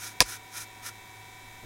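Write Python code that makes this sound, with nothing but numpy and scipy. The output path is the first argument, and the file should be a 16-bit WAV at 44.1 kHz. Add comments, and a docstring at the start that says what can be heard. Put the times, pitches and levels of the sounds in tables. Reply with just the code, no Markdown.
"""A brush swishes metal chips off the work, close to the microphone, over the hum and gear whine of a
small idling milling machine. There are four quick strokes, the first trailing off in a light flick.
Between the first two, something hard catches with one sharp snap that overloads the microphone,
then chatters briefly as it sticks and slips. At the end the camera is moved and rumbles softly."""
import sys
import numpy as np
from scipy.fft import rfft, irfft, next_fast_len
from scipy.io import wavfile
from scipy.ndimage import map_coordinates

SR = 44100
rng = np.random.default_rng(int(sys.argv[2]) if len(sys.argv) > 2 else 0)


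def to_wav(sig):
    """Store sig (one row per channel, or 1-D mono) as 16-bit WAV at the path in sys.argv[1].

    Samples outside -1..1 are clipped; the rate is SR.
    """
    pcm = np.clip(np.atleast_2d(sig), -1, 1) * 32767
    pcm = np.round(pcm).astype(np.int16)
    wavfile.write(sys.argv[1], SR, pcm.T)  # frames by channels


N = 72765

# gear tones, then further tones of the same whine above 2.5 kHz: f/Hz, relative level/dB
GEAR_TONES = [(742.9, -62), (769.8, -63.5), (958.2, -60), (990.5, -60.5), (1384, -73.5), (1491, -72),
              (1540, -69.5), (1809, -65.5), (1868, -66.5), (1976, -68), (2196, -71), (2234, -62),
              (2283, -69), (2304, -58)]
UPPER_GEAR_TONES = [(2638, -67.5), (3187, -71.5), (3295, -68.5), (3515, -70.5), (3623, -67), (3736, -68),
                    (3941, -67)]
# running noise of the machine: f/Hz, relative density/dB
WHIRR_SPECTRUM = [(25, -2), (45, -3), (75, -0.5), (170, -4.5), (345, -1), (560, -7.5), (800, -6.5),
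                  (1050, -5.5), (1300, -9.5), (1900, -5.5), (2350, -5), (2850, -13), (3300, -13),
                  (3900, -11), (4300, -14), (5300, -12), (7000, -11.5), (9500, -15.5), (11500, -17),
                  (15800, -17.5)]
# camera moves: start/s, fullest/s, end/s, level/dB, upper edge/Hz
CAMERA_MOVES = [(1.253, 1.53, 1.994, -62, 45), (1.621, 1.64, 1.68, -44.5, 457)]
# modes struck by the snap: f/Hz, relative level/dB, t60/s
SNAP_MODES = [(694, -17, 0.017), (1055, -18.5, 0.02), (1735, -12, 0.027), (2517, -2, 0.0081),
              (3682, 3.5, 0.0056), (4926, 17.5, 0.0029), (5513, -0.5, 0.0085), (6940, -3, 0.0054),
              (8705, 4.5, 0.0043), (10550, -0.5, 0.0056)]
# noise ringing on after the snap: f/Hz, relative density/dB
TAIL_SPECTRUM = [(60, 3.5), (300, 1.5), (600, -13), (1000, -30), (1400, -2), (2300, 5), (3200, -4.5),
                 (5000, 5), (7400, 0), (10000, -2), (11500, -6), (13000, -31.5), (15800, -18.5)]
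# noise of the hard contact, in both crack and chatter: f/Hz, relative density/dB
CONTACT_SPECTRUM = [(60, -10), (300, -3), (520, 1.5), (750, 1.5), (1020, 6), (1400, -4.5), (2300, -2),
                    (3000, -7.5), (4800, 1), (6000, -2.5), (7400, -4), (8400, -22), (9200, -6),
                    (11000, -9.5), (12500, -25), (15800, -33.5)]
# tones of the sticking and slipping contact: f/Hz, relative level/dB
JUDDER_TONES = [(505, -5.5), (1010, -8), (1700, -17), (2390, -11.5), (8320, -9.5)]
# strokes and flick: start/s, full/s, easing/s, end/s, level/dB, hollow ring/Hz, ring re rub/dB
BRUSH_STROKES = [(-.022, 0.035, 0.049, 0.12, -39, 1434, -9), (0.102, 0.124, 0.12, 0.15, -51, 1430, -5.5),
                 (0.24, 0.299, 0.34, 0.386, -39.5, 1460, -8), (0.504, 0.59, 0.61, 0.657, -38, 1420, -9),
                 (0.811, 0.883, 0.86, 0.918, -38, 1365, -6.5)]
# bristles and chips on the steel: f/Hz, relative density/dB
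SWISH_SPECTRUM = [(100, -26), (330, -2), (600, -10), (1100, -11), (1750, -6), (2050, -2.5), (2350, -7),
                  (2750, -7), (3500, -1), (4000, 0), (4350, -8), (5100, 3), (6100, 1), (7100, -4.5),
                  (8800, -0.5), (11500, -1), (12900, -6), (15500, -8.5)]
# resonances of the brushed steel: f/Hz, width/Hz, relative level/dB
STEEL_RESONANCES = [(1810, 120, -0.5), (2394, 100, -1.5), (3840, 664, -1.5), (5900, 510, -0.5),
                    (6400, 570, 3.5), (9300, 430, -12), (10800, 490, -10)]

TIME = np.arange(N) / SR


def amp(db):
    """Decibels to gain."""
    return 10 ** (np.asarray(db) / 20)


def unit(x):
    """Scale to rms 1."""
    return x / np.sqrt(np.mean(x ** 2) + 1e-20)


def noise():
    """White noise."""
    return rng.standard_normal(N)


def wobble(per_s):
    """A smooth curve through per_s random values a second."""
    return map_coordinates(rng.standard_normal(int(N * per_s / SR) + 4), [TIME * per_s])


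def swell(start, full, easing, end):
    """A rounded rise, a hold and a fall."""
    return np.sin(np.pi / 2 * np.interp(TIME, [start, full, easing, end], [0, 1, 1, 0]))


def filtered(x, response):
    """x through a filter whose gain is response(f/Hz)."""
    size = next_fast_len(N + SR // 2)
    return irfft(rfft(x, size) * response(np.fft.rfftfreq(size, 1 / SR)), size)[..., :N]


def coloured(x, spectrum):
    """x shaped by a spectrum of (f/Hz, level/dB) points, at rms 1."""
    hz, db = np.transpose(spectrum)
    return unit(filtered(x, lambda f: amp(np.interp(np.log(f + 1), np.log(hz + 1), db))))


def resonating(hz, width_hz):
    """Noise of rms 1 in one resonance."""
    return unit(filtered(noise(), lambda f: 1j * f * width_hz / (hz ** 2 - f ** 2 + 1j * f * width_hz)))


def idling_machine():
    """The bed: a throbbing hum and gear tones follow one shaft, and a whirr pulses with the motor."""
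    motor_hz, speed_wander = 107, 0.00069
    throb_period_s, throb_peak_s = 0.293, 0.32
    shaft_time = np.cumsum(1 + speed_wander * wobble(per_s=14.54)) / SR
    motor = np.sin(2 * np.pi * motor_hz * shaft_time)
    throb = 1 + 0.36 * np.cos(2 * np.pi * (TIME - throb_peak_s) / throb_period_s)
    hum = amp(-57.5) * motor * throb
    whirr = amp(-51.5) * coloured(noise(), WHIRR_SPECTRUM) * (1 + 0.11 * motor)
    whine = np.zeros(N)
    for hz, db in [*GEAR_TONES, *UPPER_GEAR_TONES]:
        flutter_db = 1.1 * wobble(per_s=12.52)
        whine += amp(db + flutter_db) * np.sin(2 * np.pi * (hz * shaft_time + rng.random()))
    return whirr + np.sqrt(2) * (hum + amp(1) * whine)


def camera_handling():
    """Handling noise: dull rubbing reaches the microphone as the camera moves."""
    rumble = np.zeros(N)
    for start, fullest, end, db, edge_hz in CAMERA_MOVES:
        rub = unit(filtered(noise(), lambda f: 1 / (1 + (f / edge_hz) ** 3)))
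        rumble += amp(db) * swell(start, fullest, fullest, end) * rub
    return rumble


def chatter(snap_s):
    """Just after the snap the contact scrapes and judders, weakens from halfway, and stops dead."""
    span_s = (0.2075, 0.2105, 0.2255, 0.2278)
    fade_db_per_s = 462
    scrape = coloured(noise(), CONTACT_SPECTRUM)
    judder = sum(amp(db) * np.sin(2 * np.pi * hz * (TIME - snap_s)) for hz, db in JUDDER_TONES)
    fade_db = fade_db_per_s * np.maximum(TIME - np.mean(span_s), 0)
    return swell(*span_s) * amp(-20.5 - fade_db) * (scrape + judder)


def snap(snap_s):
    """One hard contact close by: a crack, ringing modes, a low knock and thump, and a faint tail."""
    age = np.maximum(TIME - snap_s, 0)

    def decay(db, t60):
        return amp(db - 60 * age / t60)

    def mode(hz, db, t60):
        return decay(db, t60) * np.sin(2 * np.pi * hz * age)

    ring = amp(0.5) * sum(mode(*row) for row in SNAP_MODES)
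    knock = mode(hz=173, db=-24.5, t60=0.0078)
    thump = -mode(hz=45.83, db=-29.5, t60=0.18)
    crack = decay(db=-3, t60=0.006) * coloured(noise(), CONTACT_SPECTRUM)
    tail = decay(db=-24, t60=0.12) * coloured(noise(), TAIL_SPECTRUM)
    return ring + knock + thump + (age > 0) * (crack + tail)


def brush():
    """In the foreground, bristles hiss under uneven pressure, tumble chips and make the steel ring."""
    chips_per_s = 3000
    chips = unit((rng.random(N) < chips_per_s / SR) * noise())
    swish = coloured(noise() + amp(-1) * chips, SWISH_SPECTRUM)
    steel = sum(amp(db) * resonating(hz, width_hz) for hz, width_hz, db in STEEL_RESONANCES)
    rub = unit(swish + amp(-10.5) * steel)
    strokes = np.zeros(N)
    for *span_s, db, ring_hz, ring_db in BRUSH_STROKES:
        hollow_ring = amp(ring_db) * resonating(ring_hz, width_hz=130)
        strokes += amp(db) * swell(*span_s) ** 1.5 * (rub + hollow_ring)
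    pressure_db = 1.4 * wobble(per_s=83)
    return strokes * amp(pressure_db)


def scene():
    """At the milling machine, everything heard in mono from one close position."""
    snap_s = 0.2047
    return (idling_machine() + camera_handling() + chatter(snap_s) + snap(snap_s) + brush())[None]


def record(dry):
    """The close microphone overloads on the snap; the top of its band is cut off steeply."""
    overload_level, top_hz = 0.62, 16000
    saturated = dry / (2 + np.abs(dry / overload_level) ** 10) ** (1 / 10)
    return filtered(saturated, lambda f: 1 / (1 + (f / top_hz) ** 120))


dry = scene()
out = record(dry)
to_wav(out)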